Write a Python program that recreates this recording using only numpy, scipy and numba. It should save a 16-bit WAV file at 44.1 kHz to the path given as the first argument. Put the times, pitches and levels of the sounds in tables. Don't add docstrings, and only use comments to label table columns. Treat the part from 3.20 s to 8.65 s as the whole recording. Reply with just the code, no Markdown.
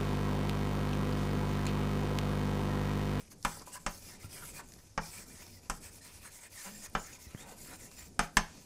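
import sys
import numpy as np
from scipy import signal
from scipy.fft import rfft, irfft
from scipy.io import wavfile
from scipy.ndimage import uniform_filter1d
from numba import njit

SR = 44100
rng = np.random.default_rng(int(sys.argv[2]) if len(sys.argv) > 2 else 0)


def dump_mix(stems):
    frames = np.atleast_2d(stems).T
    limited = np.clip(frames, -1, 1)
    pcm = np.round(limited * 32767).astype(np.int16)
    wavfile.write(sys.argv[1], SR, pcm)


def natural_amplitude(level_db):
    exponent = np.asarray(level_db, float) / 20
    return 10 ** exponent


N = 240518
TIME = np.arange(N) / SR


def unit(x):
    return x / np.sqrt(np.mean(x ** 2))


def noise(n):
    return rng.standard_normal(n)


def colour(x, points):
    hz, db = np.transpose(points)
    f = np.fft.rfftfreq(len(x), 1 / SR) + 1
    gain = natural_amplitude(np.interp(np.log(f), np.log(hz), db, left=-90, right=-90))
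    return unit(irfft(rfft(x) * gain, len(x)))


def band(x, lo_hz, hi_hz):
    return signal.sosfilt(signal.butter(2, [lo_hz, hi_hz], "band", fs=SR, output="sos"), x)


@njit
def svf(x, hz, width_hz):
    y, b, l = np.empty(len(x)), 0., 0.
    for i in range(len(x)):
        g = np.tan(np.pi * hz[i] / SR)
        k = width_hz / hz[i]
        v = (b + g * (x[i] - l)) / (1 + g * (g + k))
        b = 2 * v - b
        l = l + 2 * g * v
        y[i] = k * v
    return y


def fade(t, t60_s):
    return np.exp(-np.log(1000) * t / t60_s)


def rise(t, rise_s):
    return np.minimum(t / rise_s, 1)


def walk(rate_hz):
    k = int(SR / rate_hz)
    return 1.2 * uniform_filter1d(np.repeat(noise(N // k + 1), k), k)[:N]


def add(out, s, sound):
    i = int(s * SR)
    out[i:i + len(sound)] += sound[:N - i]


def ring(modes, t, scatter_db, drift):
    hz, db, t60_s = np.transpose(modes)[:, :, None]
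    chance = rng.standard_normal((2, len(modes), 1))
    level = natural_amplitude(db + scatter_db * chance[0]) * fade(t, t60_s)
    sound = np.sum(level * np.sin(2 * np.pi * hz * (1 + drift * chance[1]) * t), axis=0)
    return sound / np.abs(sound).max()


def clusters(modes, centre_hz, fall_db, count=3):
    return [(hz, db - fall_db * np.log2(hz / centre_hz) ** 2, t60_s) for hz, db, t60_s in modes] * count


def rubbed(modes, grains, damping, drift):
    out, bend = 0, 1 + drift * walk(6.8)
    for hz, db, t60_s in modes:
        width_hz = damping * np.log(1000) / np.pi / t60_s
        drive = grains * natural_amplitude(db + 2.5 * walk(14))
        out = out + svf(drive, hz * bend, width_hz) / np.sqrt(width_hz / SR)
    return out / np.linalg.norm(natural_amplitude(np.array(modes)[:, 1]))


# f/Hz, level/dB per Hz
RUMBLE = [(8.8, -58), (15, 14.5), (43, -7.5), (101, 6.5), (175, -5.5), (257, -9.5), (454, -17),
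          (999, -26.5), (1090, -127), (1200, -120), (1560, -36.5), (2640, -120)]
# f/Hz, level/dB per Hz
HISS = [(400, -10), (700, 0), (2600, -8), (3800, -10), (5000, -5), (6300, -3), (8500, -9), (12700, -13),
        (13100, -50), (16000, -60)]
# t/s, rustle level/dB
STIR = [(0.0, -62.5), (0.4, -61), (1.05, -58), (1.4, -56.5), (1.65, -65.5), (1.9, -58), (2.3, -60.5),
        (2.85, -62), (3.45, -67), (3.64, -61.5), (3.75, -59), (4.1, -65), (4.25, -59), (4.6, -58),
        (4.8, -59.5), (5.1, -60.5), (5.45, -59.5)]


def air():
    stir_db = np.interp(TIME, *np.transpose(STIR)) + 1.5 * walk(16)
    low = colour(noise(N), RUMBLE)
    deep_db = -56.5 + 0.62 * (stir_db - stir_db.mean()) + 0.37 * walk(22) + walk(25)
    rustle_db = stir_db + 3 + 0.3 * walk(7) + 1.4 * walk(30)
    deep = unit(band(low, 24, 113.6)) * natural_amplitude(deep_db)
    rustle = unit(band(low, 141.4, 800)) * natural_amplitude(rustle_db)
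    hiss = colour(noise(N), HISS) * natural_amplitude(-71 + 0.4 * walk(9.6))
    return deep + rustle + hiss


# t/s, peak level/dB, f/Hz, t60/s
BUMPS = [
    (0.415, -55.5, 195, 0.074),
    (1.045, -46.5, 106, 0.14),
    (1.565, -45, 127, 0.0054),
    (4.069, -51.5, 78.4, 0.14),
    (4.148, -38, 118, 0.028),
    (4.322, -55, 330, 0.036),
]


def cloth_bumps():
    out, t = np.zeros(N), TIME[:SR // 5]
    for s, db, hz, t60_s in BUMPS:
        thud = np.sin(2 * np.pi * hz * t * (0.98 + 1.2 * fade(t, 0.035)))
        add(out, s, natural_amplitude(db + 9.5) * thud * fade(t, t60_s))
    return out


# t/s, peak level/dB, f/Hz
SNAPS = [(0.2268, -40, 5960), (0.395, -39.5, 5300), (0.4204, -40, 7300), (0.466, -43, 7600),
         (0.465, -53.5, 2600), (4.146, -46.5, 1700), (1.477, -50, 9000), (1.487, -45.5, 8600),
         (1.52, -42, 6360), (1.5367, -43, 5950), (2.2653, -44, 4870), (3.629, -48, 6340),
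         (3.697, -47, 11500), (1.52, -54, 1950), (1.537, -52.5, 1950), (4.714, -53, 1182),
         (4.714, -43, 5000)]


def snaps():
    out, t = np.zeros(N), TIME[:SR // 5]
    for s, db, hz in SNAPS:
        burst = noise(len(t)) * fade(t, 0.0084) * rise(t, 0.0016)
        snap = band(burst, hz / 1.29, min(hz * 1.28, 13000))
        add(out, s, natural_amplitude(db) * snap / np.abs(snap).max())
    return out


# t/s, length/s, f/Hz, width/octaves, level/dB
GRINDS = [(0.402, 0.037, 1120, 0.66, -55), (0.531, 0.068, 1300, 1.1, -59), (0.53, 0.034, 8400, 0.72, -48),
          (1.207, 0.055, 1390, 0.29, -52.5), (1.369, 0.058, 1240, 1.6, -54), (1.12, 0.25, 6900, 0.25, -70),
          (1.24, 0.073, 10500, 0.3, -54), (1.905, 0.17, 1700, 0.87, -62), (1.2, 0.088, 11000, 0.26, -55),
          (2.618, 0.1, 1700, 0.84, -61.5), (2.82, 0.15, 1800, 1.6, -64), (3.029, 0.077, 1540, 0.96, -55.5),
          (3.033, 0.06, 8800, 0.26, -53), (3.12, 0.07, 9800, 0.31, -67), (3.214, 0.076, 1900, 0.4, -59),
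          (3.36, 0.19, 1810, 1.2, -56), (3.333, 0.21, 7800, 0.68, -55), (3.626, 0.045, 6740, 0.27, -54),
          (3.62, 0.079, 1370, 0.86, -61.5), (3.823, 0.12, 1850, 0.69, -57.5), (4.169, 0.1, 1700, 0.96, -61),
          (4.219, 0.19, 730, 0.86, -63), (3.75, 0.08, 550, 0.5, -58), (1.2, 0.1, 3200, 0.76, -62),
          (4.493, 0.066, 790, 0.56, -60), (4.441, 0.14, 1650, 0.88, -58), (4.598, 0.09, 6100, 0.31, -60),
          (4.771, 0.077, 2000, 0.41, -64), (5.243, 0.23, 5500, 0.98, -61.5)]


def grinds():
    out = np.zeros(N)
    for s, length_s, hz, octaves, db in GRINDS:
        part = np.linspace(0, 1, int(length_s * SR))
        size_db = 2 * np.minimum(rng.exponential(size=len(part)), 5)
        grit = noise(len(part)) * natural_amplitude(size_db)
        half = 2 ** (octaves / 2)
        add(out, s, natural_amplitude(db) * unit(band(grit, hz / half, hz * half)) * np.sin(np.pi * part))
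    return out


# t/s, length/s, start f/Hz, end f/Hz, level/dB
SINGS = [(0.518, 0.066, 2650, 2670, -78), (0.526, 0.033, 7800, 7640, -55), (0.535, 0.047, 1610, 1600, -54),
         (0.551, 0.033, 1030, 1025, -51.5), (0.86, 0.056, 5070, 5130, -68), (1.027, 0.041, 1290, 1330, -60),
         (1.105, 0.053, 5160, 5050, -60), (1.121, 0.1, 2470, 2370, -61.5), (1.33, 0.078, 2460, 2440, -57.5),
         (1.33, 0.096, 7900, 8000, -67), (1.818, 0.056, 2320, 2260, -60), (1.82, 0.07, 4820, 4820, -65),
         (1.929, 0.074, 2300, 2300, -59), (2.058, 0.096, 2370, 2300, -67.5), (2.146, 0.06, 5050, 5100, -73),
         (2.265, 0.053, 2325, 2300, -70), (2.32, 0.089, 2065, 2030, -70), (0.518, 0.04, 2720, 2900, -61),
         (0.545, 0.03, 2070, 2060, -60), (1.11, 0.12, 3254, 3220, -65), (1.13, 0.13, 2100, 2030, -67)]
LATER_SINGS = [(2.805, 0.06, 1830, 1850, -64), (2.807, 0.08, 4070, 4140, -65.5),
               (2.91, 0.086, 6360, 6320, -69), (2.997, 0.14, 3960, 4100, -68),
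               (3.012, 0.094, 6500, 6420, -65), (3.2, 0.062, 6370, 6400, -65),
               (3.295, 0.09, 6345, 6290, -66), (3.334, 0.11, 1980, 1790, -57.5),
               (3.383, 0.043, 4130, 4050, -63), (3.47, 0.17, 194, 197, -55.5),
               (3.475, 0.11, 1730, 1810, -62.5), (3.5, 0.17, 7380, 7350, -59),
               (3.616, 0.061, 1900, 1810, -59), (3.778, 0.1, 7120, 7140, -54.5),
               (3.99, 0.079, 2550, 2550, -70), (3.99, 0.09, 1850, 1920, -63),
               (4.075, 0.075, 4050, 3950, -66), (4.158, 0.098, 3020, 3740, -62.5),
               (4.218, 0.06, 800, 868, -59.5), (4.278, 0.05, 750, 860, -61.5),
               (4.439, 0.099, 1870, 2130, -73), (4.49, 0.086, 1280, 1470, -62),
               (3.423, 0.051, 7150, 7500, -55), (3.31, 0.11, 5050, 5000, -72),
               (3.55, 0.11, 5300, 5100, -62), (3.62, 0.044, 6170, 7070, -58),
               (4.397, 0.099, 7300, 7500, -66), (4.48, 0.1, 4000, 3930, -65.5),
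               (4.755, 0.085, 7300, 7400, -56.5), (4.783, 0.041, 1980, 1950, -64)]


def sings():
    out, flicker, wobble = np.zeros(N), natural_amplitude(4 * walk(70)), 1 + 0.02 * walk(50)
    for s, length_s, from_hz, to_hz, db in SINGS + LATER_SINGS:
        part = np.linspace(0, 1, int(length_s * SR))
        here = slice(int(s * SR), int(s * SR) + len(part))
        hz = (from_hz + (to_hz - from_hz) * np.sin(np.pi / 2 * part)) * wobble[here]
        width_hz = min(90 + 0.045 * min(from_hz, 3000), from_hz / 4)
        tone = svf(svf(noise(len(part)), hz, width_hz), hz, width_hz)
        swell = np.sqrt(np.sin(np.pi * part).clip(0))
        add(out, s, natural_amplitude(db) * unit(flicker[here] * tone) * swell)
    return out


# f/Hz, level/dB, t60/s
BOARD = [(586, 8.5, 0.16), (820, 9, 0.048), (976, 6.5, 0.19), (1183, 0, 0.43), (1315, 5, 0.1),
         (1490, -23, 0.3), (1520, 4.5, 0.23), (1800, -24.5, 0.18), (1910, 7, 0.038), (2040, -0.5, 0.038),
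         (2500, 1, 0.083), (2540, -14, 0.076), (2730, 11, 0.12), (3550, 17.5, 0.0087)]
# f/Hz, level/dB, t60/s
BOOM = [(160.9, 0.5, 0.35), (203.7, 6.5, 0.16), (250.6, 0, 0.14), (361, -5, 0.082)]
# t/s, length/s, slip rate/Hz, level/dB
JUDDERS = [
    (3.441, 0.063, 197, -36),
    (4.218, 0.15, 170, -43.5),
]


def judders():
    out, t = np.zeros(N), TIME[:SR // 2]
    for s, length_s, rate_hz, db in JUDDERS:
        phase = np.cumsum(rate_hz * (1 + 0.3 * walk(300)[:len(t)])) / SR
        slips = np.diff(np.floor(phase), prepend=0) > 0
        slips = slips * np.sin(np.pi * rise(t, length_s))
        body = ring(clusters(BOARD, 1270, 6.7), t, 1.5, 0.021) * fade(t, 0.067)
        body = body + natural_amplitude(-18.5) * ring(BOOM[1:3], t, 1.5, 0.0077)
        add(out, s, natural_amplitude(db) * signal.fftconvolve(slips, body)[:len(t)])
    return out


# t/s, peak level/dB, centre f/Hz
TOUCHES = [(0.117, -40.5, 1470), (0.371, -37, 895), (0.474, -32, 860), (0.544, -38, 2000),
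           (0.553, -36, 1070), (1.222, -37, 1420), (1.394, -29.5, 1160), (2.264, -43, 1010),
           (3.053, -40, 1440), (3.638, -61, 1600), (3.979, -47, 1010)]


def touches():
    out, t = np.zeros(N), TIME[:SR // 2]
    for s, db, centre_hz in TOUCHES:
        panel = ring(clusters(BOARD, centre_hz, 14), t, 0.97, 0.049)
        add(out, s, natural_amplitude(db) * panel * fade(t, 0.16) * rise(t, 0.00084))
    return out


# f/Hz, level/dB, t60/s
STICK = [(3880, 0, 0.0049), (4590, -1.5, 0.12), (4994, 8.5, 0.047), (5300, 9, 0.084), (5800, 4.5, 0.052),
         (6360, 5.5, 0.13), (6200, -12.5, 0.097), (6960, -16, 0.18), (7300, -24.5, 0.13),
         (7500, -4.5, 0.02), (8130, -40, 0.036), (8520, -4.5, 0.02), (7740, -22.5, 0.01), (8070, 7, 0.01),
         (10020, -36.5, 0.01), (10480, -42, 0.011)]
# f/Hz, level/dB per Hz
CRACK = [(2500, -67), (3800, -5.5), (5000, 8), (6200, 11), (6900, 5), (8000, 7), (9500, -2.5),
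         (12000, -11.5), (16000, -38.5)]


def stick_ring(t, tilt_db):
    tilted = [(hz, db + tilt_db * np.log2(hz / 6000)) for hz, db in CRACK]
    decay = natural_amplitude(4.5) * fade(t, 0.0054) + fade(t, 0.05) + natural_amplitude(-14.5) * fade(t, 0.15)
    crack = colour(noise(len(t)), tilted) * decay * natural_amplitude(-8.5)
    return crack + ring(STICK, t, 0.58, 0.01)


# f / knock centre, level/dB, t60/s
KNOCK = [(0.62, -1, 0.0097), (1.1, 2, 0.013), (1.9, -2.5, 0.0073)]


def panel_ring(t, centre_hz, spot, held_t60_s):
    own = [(hz, db, 0.075 * (hz / 1000) ** -0.5) for hz, db in spot]
    modes = natural_amplitude(-1.5) * ring(clusters(BOARD, centre_hz, 9.3, count=5), t, 3, 0.0248)
    first_swings = 1 + natural_amplitude(2) * fade(t, 0.022)
    modes = modes + natural_amplitude(-7.5) * ring(own * 2, t, 1, 0.012) * first_swings
    wash = natural_amplitude(0.5) * fade(t, 0.075) + natural_amplitude(-18.5) * fade(t, 0.14)
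    spread = band(noise(len(t)), 546, 2090) * wash
    bite = band(noise(len(t)), 0.33 * centre_hz, 2940) * fade(t, 0.0061) * natural_amplitude(9)
    edge = band(noise(len(t)), 2700, 3340) * fade(t, 0.043) * natural_amplitude(-3)
    panel = (modes * fade(t, held_t60_s) + spread + bite + edge) * rise(t, 0.0044)
    for ratio, db, t60_s in KNOCK:
        jump = np.sin(2 * np.pi * ratio * centre_hz * t) * fade(t, t60_s)
        panel = panel + natural_amplitude(db) * jump * rise(t, 0.0014)
    return panel


# t/s, peak level/dB, stick ring re peak/dB, knock centre f/Hz, contact/ms
TAPS = [
    (0.2495, -16.5, -13.5, 1136, 0.14),
    (0.664, -19.5, -9.5, 1160, 0.23),
    (1.7773, -17, -20, 1083, 0.4),
    (2.498, -21.5, -7, 1263, 0.26),
    (3.751, -16.5, -21, 1205, 0.21),
    (4.9925, -13, -12.5, 1305, 0.2),
    (5.1695, -10.5, -8.5, 1495, 0.097),
]
# f/Hz, level/dB
SPOTS = [
    [(565.2, -58), (1012, -30.5), (1287, -54), (2309, -49), (3558, -37)],
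    [(565.2, -53), (1001, -62), (1249, -33), (1669, -63), (2186, -68), (2676, -22), (3219, -46),
     (3666, -67)],
    [(549.1, -50), (1114, -51), (1459, -43), (2422, -46), (2842, -61), (4360, -60), (4920, -68),
     (5378, -69), (5814, -62)],
    [(554.5, -52), (1292, -47), (2659, -52), (3714, -73)],
    [(570.6, -74), (1244, -47), (1497, -57), (2649, -39), (3138, -40), (3343, -50)],
    [(581.4, -57), (1050, -45), (1324, -29), (1497, -45), (2412, -36), (2702, -64), (2923, -53),
     (3451, -57), (3666, -61)],
    [(581.4, -56), (1039, -60), (1701, -17), (2433, -37), (2638, -50), (2966, -35), (3230, -26),
     (3709, -59)],
]
# push level/dB, sheet heave level/dB, crack tilt/dB per octave
STRIKES = [
    (1.5, -13.5, 18),
    (-1.5, -11, -1),
    (-12, -15, -16),
    (-17, -9, 8),
    (-12, -15, -8),
    (-12, -15, 8),
    (-1, -13, 8.3),
]
HELD_T60_S = [0.3, 0.3, 0.22, 0.14, 0.32, 0.28, 0.22]


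def taps():
    out, t = np.zeros(N), TIME[:SR // 2]
    heave = np.sin(2 * np.pi * 18 * t ** 0.808) * fade(t, 0.23) * natural_amplitude(-2.5)
    for tap, spot, strike, held_t60_s in zip(TAPS, SPOTS, STRIKES, HELD_T60_S):
        s, db, stick_db, centre_hz, contact_ms = tap
        push_db, heave_db, tilt_db = strike
        push = np.sin(np.pi * rise(t[:64] * 1000, contact_ms)) ** 2
        panel = panel_ring(t, centre_hz, spot, held_t60_s)
        blow = np.convolve(panel, push / push.sum())[:len(t)]
        blow[:64] -= natural_amplitude(push_db) * push
        stick = natural_amplitude(stick_db) * stick_ring(t, tilt_db)
        boom = natural_amplitude(-12) * ring(BOOM * 2, t, 2.5, 0.008)
        add(out, s, natural_amplitude(db) * (blow + stick + boom + natural_amplitude(heave_db) * heave))
    return out


def patches(x):
    edges_hz = 2500 * 2 ** np.arange(0, 2.9, 1 / 3)
    out = 0
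    for k, (lo_hz, hi_hz) in enumerate(zip(edges_hz, edges_hz[1:])):
        out = out + band(np.roll(x, 4001 * k), lo_hz, hi_hz) * natural_amplitude(1.7 * walk(14))
    return unit(out)


# turn t/s, level at turn/dB, level at top speed/dB, board re scrape/dB
FIRST_WORD = [(0.0, -58, -66.5, -0.5), (0.098, -75, -58, -7.5), (0.146, -79, -69.5, -16),
              (0.25, -55.5, -50.5, -6), (0.382, -56, -59, -6), (0.451, -72, -56, -3.5),
              (0.514, -62.5, -51, -4.5), (0.586, -73, -61.5, -7), (0.655, -68, -55, -11),
              (0.805, -59, -55, -1.5), (0.987, -69, -56, -1.5), (1.085, -66.5, -51.5, -4.5),
              (1.22, -56.5, -53.5, -3), (1.332, -57.5, -50.5, -6), (1.417, -67, -66, 1),
              (1.465, -66, -63.5, -5.5), (1.589, -64, -66, -4), (1.72, -71, -71, -10), (1.8, -70, -52, -7),
              (1.908, -53, -52, -2), (2.052, -67, -55.5, -9.5), (2.16, -57, -54.5, -1),
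              (2.252, -59.5, -58.5, -8.5), (2.407, -70, -63, -3.5)]
SECOND_WORD = [(2.49, -68, -55.5, -13), (2.599, -71, -53.5, -2), (2.704, -68, -56, -8),
               (2.806, -70, -55.5, -1.5), (2.908, -63, -57, -5), (3.004, -65, -55.5, -2.5),
               (3.099, -67, -55.5, -6.5), (3.203, -61, -58, -1), (3.29, -77, -51.5, -7.5),
               (3.537, -56.5, -54, -6), (3.614, -57.5, -50.5, -4), (3.675, -67, -67, -2.5),
               (3.745, -58.5, -55.5, -13), (3.912, -58, -58, 0), (3.981, -69, -54.5, -9.5),
               (4.08, -64, -62.5, 4), (4.167, -62, -56, -1.5), (4.248, -69, -57.5, -2.5),
               (4.355, -68, -53, -7.5), (4.495, -56.5, -54.5, -2), (4.578, -65, -55, -4.5),
               (4.702, -67, -58, -3), (4.764, -59, -54, -4.5), (4.83, -58, -58.5, -3),
               (4.895, -70, -67.5, -11), (5.0, -78, -52, 5), (5.06, -58, -67, -5), (5.12, -68, -66, -9),
               (5.2, -62, -65.5, 2), (5.413, -64.5, -63, -2)]
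# t/s, f/Hz
GRIP = [(0.0, 5900), (0.3, 7800), (0.42, 5300), (0.53, 8400), (0.88, 5180), (1.05, 8660), (1.35, 8030),
        (1.6, 6140), (1.85, 5300), (2.0, 8860), (2.33, 4980), (2.55, 8460), (3.1, 9180), (3.4, 7160),
        (3.85, 6600), (4.45, 7360), (4.8, 7100), (5.45, 6040)]
# f/Hz, level/dB per Hz
SCRAPE = [(2100, -35), (2600, -4), (3400, -9), (4300, 2.5), (5100, 3.5), (7500, 6.5), (9000, 5),
          (10800, 5.5), (13000, 0.5), (15500, 2), (16300, -20)]


def strokes():
    turn_s, turn_db, top_db, board_db = np.transpose(FIRST_WORD + SECOND_WORD)
    top_s = turn_s + 0.5 * np.diff(turn_s, append=N / SR)
    knots_s = np.ravel([turn_s, top_s], order="F")
    levels = natural_amplitude(np.ravel([turn_db, top_db], order="F"))
    place = np.interp(TIME, knots_s, np.arange(len(knots_s)))
    k = np.minimum(place.astype(int), len(knots_s) - 2)
    angle = np.pi / 2 * (place - k)
    arch = np.where(k % 2 == 0, np.sin(angle), 1 - np.abs(np.cos(angle)))
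    speed = levels[k] + (levels[k + 1] - levels[k]) * arch

    size_db = 2 * np.minimum(rng.exponential(size=N), 5) + 2.03 * walk(150)
    grains = unit(noise(N) * natural_amplitude(size_db))
    wander = uniform_filter1d(rng.uniform(-1.3, 1, len(turn_s))[k // 2], SR // 50)
    grip_hz = np.interp(top_s, *np.transpose(GRIP))[k // 2] * (1 + 0.036 * wander)
    grip = unit(svf(svf(grains, grip_hz, 1300.), grip_hz, 1300.)) * natural_amplitude(-8 + 3.5 * walk(25))
    hiss = patches(colour(grains, SCRAPE)) + grip
    stick = band(rubbed(STICK, grains * speed, 1.8, 0.02), 4000, 11500) * natural_amplitude(-12)

    push = grains * speed * natural_amplitude(np.interp(TIME, top_s, board_db))
    rub = band(push, 420, 2600) * natural_amplitude(-6)
    octaves = -0.05 * (20 * np.log10(speed) + 48.5) + 0.34 * walk(21)
    focus = svf(push, np.clip(1950 * 2 ** octaves, 700, 2500), 300.) * natural_amplitude(13)
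    panel = rubbed(BOARD, push, 6, 0.02) * natural_amplitude(-8)
    return speed * hiss + stick + band(focus + panel, 370, 2420) + rub


# f/Hz, level/dB per Hz
ROOM = [(300, 0), (600, -2.5), (1200, -7.5), (2500, -9.5), (3800, -6), (6000, -8), (10000, -25),
        (16000, -29.5)]


def scene():
    t = TIME[:SR // 2]
    floor = air() + cloth_bumps() + snaps()
    chalk = grinds() + sings() + judders() + touches() + taps() + strokes()
    tail = colour(noise(len(t)), ROOM) * fade(t, 0.28) * rise(t, 0.0013)
    room = signal.fftconvolve(chalk, tail)[:N] * natural_amplitude(-44)
    return (chalk + room + floor)[None]


def top_cut(x):
    return signal.sosfilt(signal.butter(12, 16790, fs=SR, output="sos"), x)


def record(dry):
    cut = signal.sosfilt(signal.ellip(8, 0.2, 70, 16000, fs=SR, output="sos"), dry)
    hz, _, cells = signal.stft(cut, SR, nperseg=2048)
    power = uniform_filter1d(np.abs(cells) ** 2, size=8, axis=1)
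    nearby = uniform_filter1d(power, size=60, axis=1)
    faint = power < np.maximum(natural_amplitude(2 * -96), natural_amplitude(2 * -1.5) * nearby)
    gone = faint & (hz > 13000)[:, None]
    mix = signal.istft(cells * ~gone, SR, nperseg=2048)[1][:, :N]
    return top_cut(mix)


dry = scene()
out = record(dry)
dump_mix(out)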